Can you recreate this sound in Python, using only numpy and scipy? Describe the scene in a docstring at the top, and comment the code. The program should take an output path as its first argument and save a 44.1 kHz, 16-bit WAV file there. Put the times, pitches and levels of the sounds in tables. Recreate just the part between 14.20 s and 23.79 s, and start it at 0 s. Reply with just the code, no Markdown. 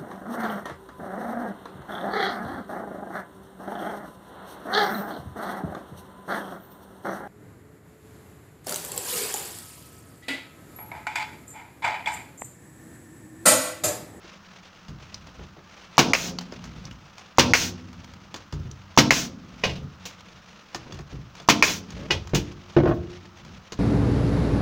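"""Four loud shots of an air staple gun into a plywood and timber form on a workbench in a small workshop.
Shot: damped air pulse, noise bursts for the driver's blow, form and gun modes; a limiter ducks the level.
Return: the piston slaps back (short pulse, noise) and the exhaust hisses until the cylinder is empty.
Between shots the gun clicks and clacks; the form is knocked, scraped, rocked and set down (noise, modes).
Steady air noise and faint hand rustle lie below. Table levels are relative dB."""
import sys
import numpy as np
from scipy import signal
from scipy.fft import rfft, irfft, next_fast_len
from scipy.io import wavfile
from scipy.ndimage import uniform_filter1d, minimum_filter1d

SR = 44100
rng = np.random.default_rng(int(sys.argv[2]) if len(sys.argv) > 2 else 0)


def output_pcm(signal):
    """Save a mono or channel-first signal as 16-bit PCM at the path in sys.argv[1].

    Samples are clipped to [-1, 1] before scaling.
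    """
    pcm = np.clip(np.atleast_2d(signal).T, -1, 1) * 32767
    wavfile.write(sys.argv[1], SR, np.round(pcm).astype(np.int16))


N = 422908
TIME = np.arange(N) / SR
AGE = np.arange(int(.8 * SR)) / SR   # s since onset


def from_db(db):
    """Decibels to gain."""
    return 10 ** (np.asarray(db) / 20)


def rms_one(x):
    """Scale to rms 1."""
    return x / np.sqrt(np.mean(x ** 2) + 1e-20)


def at_hz(points, hz):
    """Interpolate a table on a log-frequency axis."""
    f, value = np.transpose(points)
    return np.interp(np.log(np.maximum(hz, 1)), np.log(f), value)


def noise(spectrum, size=len(AGE)):
    """Gaussian noise shaped by a spectrum, rms 1."""
    n = next_fast_len(size)
    gain = from_db(at_hz(spectrum, np.fft.rfftfreq(n, 1 / SR)))
    white = rfft(rng.standard_normal(n))
    return rms_one(irfft(white * gain, n)[:size])


def fade(t60_s, age=AGE):
    """Exponential decay, -60 dB at t60."""
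    return np.exp(-np.log(1000) * age / t60_s)


def attack(rise_s):
    """Exponential approach to full level."""
    return 1 - np.exp(-AGE / rise_s)


def burst(spectrum, t60_s, rise_s):
    """Many close, heavily damped modes set off together, as decaying noise."""
    return noise(spectrum) * fade(t60_s) * attack(rise_s)


def ring(modes, spread_db):
    """Struck modes: decaying sines, new strength and phase at every blow."""
    hz, db, t60_s = np.transpose(modes)[:, :, None]
    strength = from_db(db + spread_db * rng.standard_normal(hz.shape))
    phase = rng.random(hz.shape)   # cycles
    waves = strength * np.sin(2 * np.pi * (hz * AGE + phase)) * fade(t60_s)
    return waves.sum(0) * attack(0.00015)


def pop(hz, length_s):
    """Pressure pulse: a few cycles, then cut off."""
    return np.sin(2 * np.pi * hz * AGE) * np.exp(-np.minimum(AGE / length_s, 2) ** 6)


def swell(start_s, length_s):
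    """Speed of a hand movement: half-sine arch from rest to rest."""
    return np.sin(np.pi * np.clip((TIME - start_s) / length_s, 0, 1))


def waver(rate_hz):
    """Random values from -1.12 to 1 at a given rate, joined by straight lines."""
    knots = rng.uniform(-1.12, 1, N)
    return np.interp(TIME * rate_hz, np.arange(N), knots)


def add(track, start_s, sound):
    """Mix a sound into a track at a time."""
    i = max(int(round(start_s * SR)), 0)
    track[i:i + len(sound)] += sound[:max(N - i, 0)]


# shots: t/s, air pulse level/dB, blow level/dB, form ring level/dB
SHOT_EVENTS = [(1.7800, 12, 7, 1.5), (3.1840, 13, 7, 3.5), (4.7752, 9, 3.5, -3.5), (7.2876, 5.5, 2.5, -14)]
# driver blow spectrum: f/Hz, level/dB
BLOW_SPECTRUM = [(40, -32), (80, -8), (140, 6.5), (250, 8), (500, 2), (1000, 0.5), (1600, -1.5), (2500, 1),
                 (4000, -2.5), (6500, -1), (10000, -8.5), (16000, -11.5)]
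# gun body modes: f/Hz, level/dB, t60/s
GUN_MODES = [(1304, -11, 0.11), (1571, -9, 0.13), (1983, 6.5, 0.033), (2498, 6.5, 0.058),
             (2873, 2.5, 0.086), (2910, -9.5, .1), (3300, -15, .15), (3700, -18.5, .1), (4360, -18, .09),
             (4640, -6, .09), (5190, -1, 0.052), (6100, -10, 0.088)]
# wooden form modes: f/Hz, level/dB, t60/s
FORM_MODES = [(143, -10, 0.22), (186.8, -6, 0.39), (231.6, -6.5, 0.32), (291, 1, 0.093), (332, -6, 0.26),
              (353, 3.5, 0.32), (423, -5, 0.27), (480, -34, .13), (576, -5, 0.11), (801, -21, 0.19),
              (1085, -25, 0.11), (1090, -22, .15), (1491, -15.5, .14)]
RECOIL_RISE_S, RECOIL_T60_S = 0.0029, 0.054


def shots(pulse_hz, pulse_s, blow_lag_s, crack_db, peak_db, shake_db, form_db, gun_db, push_db, push_hz,
          trigger_db):
    """Air slams the piston down; the driver hits home and shakes the form. Gives (pulses, ringing)."""
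    pulses, body = np.zeros(N), np.zeros(N)
    valve = [(4000, -17.0), (6700, -1), (9000, -20.5)]   # f/Hz, level/dB
    for t, pulse_db, blow_db, ring_db in SHOT_EVENTS:
        hit = t + blow_lag_s
        add(pulses, t - .010, from_db(trigger_db) * burst(valve, t60_s=0.019, rise_s=0.00041))
        add(pulses, t, from_db(pulse_db) * pop(pulse_hz, pulse_s))
        add(body, t, from_db(blow_db + crack_db) * burst(BLOW_SPECTRUM, t60_s=0.13, rise_s=0.000087))
        add(body, hit, from_db(blow_db + peak_db) * burst(BLOW_SPECTRUM, t60_s=0.019, rise_s=0.0021))
        add(body, hit, from_db(blow_db + shake_db) * burst(BLOW_SPECTRUM, t60_s=0.12, rise_s=0.00034))
        add(body, hit, from_db(blow_db + gun_db) * ring(GUN_MODES, spread_db=3.0))
        add(pulses, t, from_db(ring_db + form_db) * ring(FORM_MODES, spread_db=2.5))
        # recoil shoves form and bench: one heavily damped swing
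        push = np.sin(2 * np.pi * push_hz * AGE) * fade(RECOIL_T60_S) * attack(RECOIL_RISE_S)
        add(body, t, from_db(ring_db + push_db) * push)
    return pulses, body


# trigger let go, piston returns: t/s, slap level/dB, slap f/Hz, exhaust level/dB
RETURN_EVENTS = [(1.9342, 13, 2220, -4.5), (3.3355, 8.5, 2064, -5.5), (4.9070, 6, 2094, -8),
                 (7.4250, 6.5, 2350, -8.5)]
# piston slap spectrum: f/Hz, level/dB
SLAP_SPECTRUM = [(100, -7), (400, 4.5), (1000, 4.5), (1500, 7), (2100, 9.5), (2600, 13), (3400, -12),
                 (5000, 4), (7000, -3.5), (16000, -25)]
# exhaust hiss spectrum: f/Hz, level/dB
EXHAUST_SPECTRUM = [(200, -2), (700, -30), (1400, 3.5), (2200, 4), (3300, 5.5), (5000, 6), (6500, 12),
                    (7500, 10), (10000, 4), (15000, 3)]
# small steel contact spectrum: f/Hz, level/dB
CLICK_SPECTRUM = [(300, -10), (1000, 8.5), (2000, 0), (3500, -0.5), (5500, 1), (7000, 4.5), (10000, -7),
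                  (16000, -11.5)]
# body and magazine clack spectrum: f/Hz, level/dB
CLACK_SPECTRUM = [(200, 3), (500, 7), (900, 3.5), (1400, -5.5), (2800, 5.5), (4500, -1.5), (6500, -4),
                  (10000, -13), (16000, -21)]
EXHAUST_S = 0.17   # centre of the closing slope as the cylinder empties


def returns(slap_s, clatter_db, bounce_lag_s, bounce_db, vent_t60_s, close_s):
    """The piston slaps its stop and bounces; the cylinder vents until empty. Gives (pulses, ringing)."""
    pulses, body = np.zeros(N), np.zeros(N)
    for t, slap_db, hz, exhaust_db in RETURN_EVENTS:
        add(pulses, t, from_db(slap_db) * pop(hz, slap_s))
        add(body, t, from_db(slap_db + 1.5) * burst(CLICK_SPECTRUM, t60_s=0.01, rise_s=0.00067))
        add(body, t, from_db(slap_db + clatter_db) * burst(SLAP_SPECTRUM, t60_s=0.12, rise_s=0.0005))
        bounce = burst(CLACK_SPECTRUM, t60_s=0.0048, rise_s=0.00022)
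        add(body, t + bounce_lag_s, from_db(slap_db + bounce_db) * bounce)
        emptying = (1 - np.tanh((AGE - EXHAUST_S) / close_s)) / 2
        hiss = burst(EXHAUST_SPECTRUM, t60_s=vent_t60_s, rise_s=0.0098)
        add(body, t, from_db(exhaust_db) * hiss * emptying)
    return pulses, body


# light clicks of the gun's safety: t/s, level/dB, ring f/Hz, ring level above tick/dB
SAFETY_CLICKS = [(0.943, -37, 5660, 15), (2.1861, -22.5, 4520, 4), (2.4398, -28.5, 5740, -4),
                 (2.6522, -37, 6000, 10), (2.7104, -35.5, 2900, 3.5), (2.981, -30.5, 2436, -10),
                 (4.513, -42, 6650, 14.5), (7.152, -34.5, 2550, -1), (7.7045, -32.5, 6600, 3),
                 (8.0725, -30.5, 3300, -10)]
# gun nose set on the plywood: t/s, steel tick level/dB, wood knock level/dB
NOSE_TOUCHES = [(0.6822, -35.5, -48), (2.3224, -35.5, -33.5), (4.142, -22, -33), (4.3251, -29, -35.5),
                (6.546, -19.5, -31), (6.7228, -30.5, -51), (6.789, -33.5, -35), (7.199, -33, -38),
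                (9.521, -23, -30)]
# steel nose modes: f/Hz, level/dB, t60/s
NOSE_MODES = [(1800, -12, 0.12), (2840, 1, 0.026), (3450, 0.5, 0.043), (4200, -8, 0.077), (4630, -2, 0.098),
              (5120, 0.5, 0.044), (6450, -4, 0.084)]
# gun body and magazine clacks: t/s, level/dB, ring level/dB, air spit level/dB
BODY_CLACKS = [(1.9810, -21, -43, -41), (5.4370, -17, -23, -50), (5.4950, -31.5, -38, -58),
               (5.5548, -37, -57, -57), (5.8532, -35.5, -66, -27), (7.4725, -20.5, -40, -31),
               (7.9066, -16.5, -21, -38), (8.1460, -22, -36, -15)]
MAGAZINE_RATTLE_S, MAGAZINE_LOSS_DB = 0.015, 8.5   # per repeat strike on the body


def gun_handling(click_db, tick_t60_s, ring_db, ring_t60_s, nose_db, rattle_db, rattle_lag_s, spit_t60_s):
    """Small steel parts tick and rattle; harder jolts ring the gun's body and let out a spit of air."""
    out = np.zeros(N)

    def tick(t, db, ringing):
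        """A steel contact with its ring, then a weaker rattle."""
        contact = burst(CLICK_SPECTRUM, t60_s=tick_t60_s, rise_s=0.00067)
        add(out, t, from_db(db + click_db) * (contact + ringing))
        rattle = burst(CLICK_SPECTRUM, t60_s=0.082, rise_s=.0005)
        add(out, t + rattle_lag_s * rng.uniform(0.37, 1.3), from_db(db + rattle_db) * rattle)

    for t, db, hz, share_db in SAFETY_CLICKS:
        steel = [(hz * 0.19, -30), (hz * 0.76, -9), (hz, 0), (hz * 1.16, -9), (hz * 2, -24)]
        tick(t, db, from_db(share_db + ring_db) * burst(steel, t60_s=ring_t60_s, rise_s=0.00033))
    for t, db, _ in NOSE_TOUCHES:
        tick(t, db, from_db(nose_db) * ring(NOSE_MODES, spread_db=-4.0))
    for t, db, body_db, air_db in BODY_CLACKS:
        add(out, t, from_db(db) * burst(CLACK_SPECTRUM, t60_s=0.18, rise_s=0.00086))
        for k in range(3):
            strike = from_db(body_db - k * MAGAZINE_LOSS_DB) * ring(GUN_MODES, spread_db=1.5)
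            add(out, t + k * MAGAZINE_RATTLE_S, strike)
        add(out, t, from_db(air_db) * burst(EXHAUST_SPECTRUM, t60_s=spit_t60_s, rise_s=0.00142))
    return out


# hands shift their grip: t/s, length/s, low shuffle level/dB, sleeve rustle level/dB
GRIP_MOVES = [(0.85, 0.39, -42.5, -74), (2.3, 0.45, -37, -42), (3.55, 0.64, -44, -53),
              (5.138, 0.42, -41.5, -50), (5.973, 0.29, -49, -47), (6.59, 0.25, -51, -45),
              (7.64, 0.33, -33.5, -41.5), (8.239, 0.16, -46, -46.5), (9.159, 0.31, -39.5, -52)]
LOOSE_TICKS_PER_S, LOOSE_TICK_DB = 2.6, -33.5   # rate at full hand speed


def loose_parts():
    """Loose gun parts tick at random while the hands move, more often at higher hand speed."""
    moving = sum(swell(t, length_s) for t, length_s, _, _ in GRIP_MOVES)
    happens = rng.random(N) < moving * LOOSE_TICKS_PER_S / SR
    jolts = happens * rng.uniform(0.46, 1, N)
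    tick = burst(CLICK_SPECTRUM, t60_s=0.027, rise_s=.0004)
    return from_db(LOOSE_TICK_DB) * signal.fftconvolve(jolts, tick)[:N]


# form knocked or set down: t/s, level/dB, bright edge level/dB
FORM_KNOCKS = [(0.044, -40, 0), (1.192, -36, 1), (1.365, -38.5, 0), (5.436, -21, 3), (7.903, -21, 1.5),
               (8.135, -14, -4.5), (8.5653, -3, -9.5), (8.636, -16, -24), (8.656, -9, -15),
               (8.676, -17, -13)]
# form rocks on the bench: t/s, first thud level/dB, loss per thud/dB
FORM_ROCKS = [(0.684, -26, 10), (1.183, -31.5, 12), (2.652, -29.5, 5), (4.331, -21, 3), (5.457, -21.5, 1.5),
              (6.727, -26, 9), (6.923, -23.5, 8.5), (7.933, -22, 8), (8.133, -11.5, 13.5),
              (8.566, -18, 0.5), (8.673, -15, 11)]
# wood contact spectrum: f/Hz, level/dB
WOOD_SPECTRUM = [(60, -6), (130, -7.5), (190, 10.5), (260, -7), (400, 0.5), (600, 0), (1000, -19.5),
                 (2000, -23), (4000, -42.5), (10000, -57)]
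# bright edge of a wood contact: f/Hz, level/dB
WOOD_EDGE_SPECTRUM = [(200, -6.5), (700, 10.5), (1400, 3), (2500, -3.5), (5000, -15.5), (12000, -36)]
# bench thud and hand shuffle spectrum: f/Hz, level/dB
BENCH_SPECTRUM = [(20, -19), (35, -19), (52, -1), (80, 1.5), (120, -2.5), (180, 0.5), (260, -10.5),
                  (450, -18.5), (1200, -45.5)]
TOUCH_EDGE_DB, TOUCH_THUD_DB = 3.5, -4   # re knock
REBOUND_S, REBOUND_LOSS_DB = 0.018, 5   # per rebound, two per form knock
ROCK_S = 0.056   # thud to thud


def form_handling(knock_db, ring_db, bump_db):
    """Wood meets the gun's nose or the bench, which answers with a low thud; the form chatters and rocks."""
    out = np.zeros(N)

    def knock(t, db, edge_db):
        """A hard contact that rings the form."""
        edge = burst(WOOD_EDGE_SPECTRUM, t60_s=0.063, rise_s=0.00081)
        contact = burst(WOOD_SPECTRUM, t60_s=0.085, rise_s=0.00077) + from_db(edge_db) * edge
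        ringing = from_db(ring_db) * ring(FORM_MODES, spread_db=4.0)
        add(out, t, from_db(db) * (from_db(knock_db) * contact + ringing))

    def thud(t, db):
        """A soft push into the bench."""
        add(out, t, from_db(db + bump_db) * burst(BENCH_SPECTRUM, t60_s=0.18, rise_s=0.0069))

    for t, _, db in NOSE_TOUCHES:
        knock(t, db, TOUCH_EDGE_DB)
        thud(t, db + TOUCH_THUD_DB)
    for t, db, edge_db in FORM_KNOCKS:
        for k in range(3):
            knock(t + k * REBOUND_S, db - k * REBOUND_LOSS_DB, edge_db)
    for t, db, loss_db in FORM_ROCKS:
        for k in range(4):
            thud(t + k * ROCK_S, db - k * loss_db)
    return out


# wood slides on the bench or under the gun's nose: t/s, length/s, level/dB, centre f/Hz
WOOD_SCRAPES = [(6.646, 0.1, -41.5, 352), (7.755, 0.16, -40.5, 560), (8.642, 0.097, -24.5, 476)]


def scrapes(slips_per_s):
    """Wood sticks and slips; every slip is a tiny damped knock."""
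    out = np.zeros(N)
    for t, length_s, db, hz in WOOD_SCRAPES:
        age = AGE[:int(length_s * SR)]
        happens = rng.random(len(age)) < slips_per_s / SR
        slips = happens * rng.standard_normal(len(age))
        spectrum = [(hz / 4, -14), (hz, 0), (hz * 4, -20), (hz * 10, -45), (hz * 20, -70)]
        knock = burst(spectrum, t60_s=0.019, rise_s=.001)
        grain = rms_one(signal.fftconvolve(slips, knock)[:len(age)])
        arch = np.sqrt(np.abs(np.sin(np.pi * age / length_s)))
        add(out, t, from_db(db) * grain * arch)
    return out


# diffuse reflections: f/Hz, t60/s
ROOM_DECAY = [(60, 0.8), (180, 1.43), (300, 0.88), (600, 0.45), (2000, 0.1), (6000, 0.42), (15000, 0.07)]
# diffuse reflections: f/Hz, level/dB
ROOM_LEVEL = [(60, -6), (180, -10), (400, -12), (1000, -10), (3000, -9.5), (7000, -20), (15000, -15)]


def workshop(x, build_up_s):
    """Diffuse reflections as noise that dies band by band, slowest around 180 Hz."""
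    age, response = np.arange(int(SR * 1.5)) / SR, 0
    edges_hz = np.geomspace(35, 17000, 19)
    for low, high in zip(edges_hz, edges_hz[1:]):
        hz = np.sqrt(low * high)
        band_pass = signal.butter(2, [low, high], "band", fs=SR, output="sos")
        band = signal.sosfilt(band_pass, rng.standard_normal(len(age)))
        onset = 1 - np.exp(-(age / build_up_s) ** 2)
        tail = band * fade(max(at_hz(ROOM_DECAY, hz), .01), age) * onset
        # energy in proportion to bandwidth
        share = np.sqrt(2 * (high - low) / SR / np.sum(tail ** 2))
        response = response + tail * from_db(at_hz(ROOM_LEVEL, hz)) * share
    return signal.fftconvolve(x, response)[:N]


# workshop standing waves: f/Hz, level/dB, t60/s
STANDING_WAVES = [(52.6, -6, 0.67), (74.2, 3.5, 0.3), (93.6, 3.5, 2.1), (121.8, 4.5, 0.39),
                  (146.7, 1.5, 0.29), (177.4, 3.5, 1.3), (188, -19, 1), (210, -1.5, 0.13), (250, -2.5, 1.2),
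                  (298, 2.5, 0.43), (337, -1, 0.43), (356.7, -4, 0.36)]


def standing_waves(x):
    """Low room modes, two-pole resonators, boom after every thud; neighbours have opposite sign."""
    out = np.zeros(N)
    for k, (hz, db, t60_s) in enumerate(STANDING_WAVES):
        r = np.exp(-np.log(1000) / (t60_s * SR))
        poles = [1, -2 * r * np.cos(2 * np.pi * hz / SR), r * r]
        resonance = signal.lfilter([1 - r, 0, r - 1], poles, x + 1e-18)
        out += (-1) ** k * from_db(db) * resonance
    return out


# steady workshop air spectrum: f/Hz, level/dB
AIR_SPECTRUM = [(20, -2), (50, -25.5), (100, 4), (150, -1.5), (185, 16), (240, -1), (310, 1), (420, -11),
                (700, -3.5), (1300, 3), (2500, -15.5), (6500, -16), (10000, -23), (16000, -17)]
# sleeve rustle spectrum: f/Hz, level/dB
RUSTLE_SPECTRUM = [(200, -12.5), (500, 3.5), (1200, -1.5), (2800, 1), (4500, -5), (6500, -6),
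                   (10000, -13.5), (16000, -37.5)]


def background(air_db, resting_shuffle_db, resting_rustle_db, shuffle_db, rustle_db, flicker_db):
    """Steady air noise; hands and sleeves rub faintly all the time, louder with each change of grip."""
    low, high = from_db(resting_shuffle_db), from_db(resting_rustle_db)
    for t, length_s, low_db, high_db in GRIP_MOVES:
        speed = swell(t, length_s)
        low = np.hypot(low, speed * from_db(low_db + shuffle_db))
        high = np.hypot(high, speed * from_db(high_db + rustle_db))
    catching_db = flicker_db * (waver(rate_hz=22) + waver(rate_hz=160))
    rustle = high * from_db(catching_db) * noise(RUSTLE_SPECTRUM, size=N)
    shuffle = low * noise(BENCH_SPECTRUM, size=N)
    return from_db(air_db) * noise(AIR_SPECTRUM, size=N) + shuffle + rustle


def scene():
    """Gun and form close to the microphone, inside the workshop."""
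    fire, blow = shots(pulse_hz=983, pulse_s=0.0022, blow_lag_s=.0105, crack_db=-4.0, peak_db=7.0,
                       shake_db=-2.5, form_db=-12.5, gun_db=-26.0, push_db=1, push_hz=146.0, trigger_db=-28)
    slap, vent = returns(slap_s=0.0025, clatter_db=-9.5, bounce_lag_s=0.017, bounce_db=-3.5,
                         vent_t60_s=0.39, close_s=0.024)
    pulses = fire + slap
    gun = gun_handling(click_db=-1.5, tick_t60_s=0.031, ring_db=-2.0, ring_t60_s=0.026, nose_db=-13,
                       rattle_db=-11, rattle_lag_s=0.018, spit_t60_s=0.15)
    form = form_handling(knock_db=-5, ring_db=-12.5, bump_db=-1.5)
    ringing = blow + vent + gun + loose_parts() + form + scrapes(slips_per_s=370)
    # pulses beam towards the microphone, so less of them reaches the walls
    sent = ringing + from_db(-3.0) * pulses
    room = workshop(sent, build_up_s=0.002) + from_db(1.5) * standing_waves(sent)
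    floor = background(air_db=-51.5, resting_shuffle_db=-59, resting_rustle_db=-52.0, shuffle_db=-3.5,
                       rustle_db=-6.5, flicker_db=5.0)
    return (pulses + ringing + room + floor)[None]


# microphone colour: f/Hz, level/dB
MIC_COLOUR = [(20, -1), (6000, -2), (6800, -6.5), (7800, -16), (9500, -18), (13500, -19), (14500, -10.5),
              (15400, -8), (16000, -15.5)]


def microphone(x):
    """Minimum-phase filter with the microphone's colour, from a folded cepstrum."""
    size = 2048
    colour = from_db(at_hz(MIC_COLOUR, np.fft.rfftfreq(size, 1 / SR)))
    cepstrum = irfft(np.log(colour))
    folded = np.r_[cepstrum[0], 2 * cepstrum[1:size // 2]]
    response = irfft(np.exp(rfft(folded, size)))
    return signal.fftconvolve(x, response)[:N]


def limiter(x, ceiling_db, ahead_s, hold_s, release_db_per_s):
    """Gain drops just before a peak, waits, then climbs back and lifts the ringing tail."""
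    over_db = np.maximum(20 * np.log10(np.abs(x) + 1e-9) - ceiling_db, 0)
    width = int((ahead_s + hold_s) * SR)
    held_db = -minimum_filter1d(-over_db, width)   # running maximum
    held_db = np.interp(TIME - (hold_s - ahead_s) / 2, TIME, held_db)
    slope_db = release_db_per_s * TIME
    cut_db = np.maximum.accumulate(held_db + slope_db) - slope_db
    return x * from_db(-uniform_filter1d(cut_db, size=128))


CUTOFF_HZ = 16100


def record(dry):
    """Microphone colour, limiter, overload clipping, steep top cut."""
    limited = limiter(microphone(dry[0]), ceiling_db=2.0, ahead_s=0.0077, hold_s=0.035,
                      release_db_per_s=130.0)
    top_cut = signal.ellip(10, .2, 70, CUTOFF_HZ, fs=SR, output="sos")
    return signal.sosfilt(top_cut, np.clip(limited, -1, 1))[None]


dry = scene()
out = record(dry)
output_pcm(out)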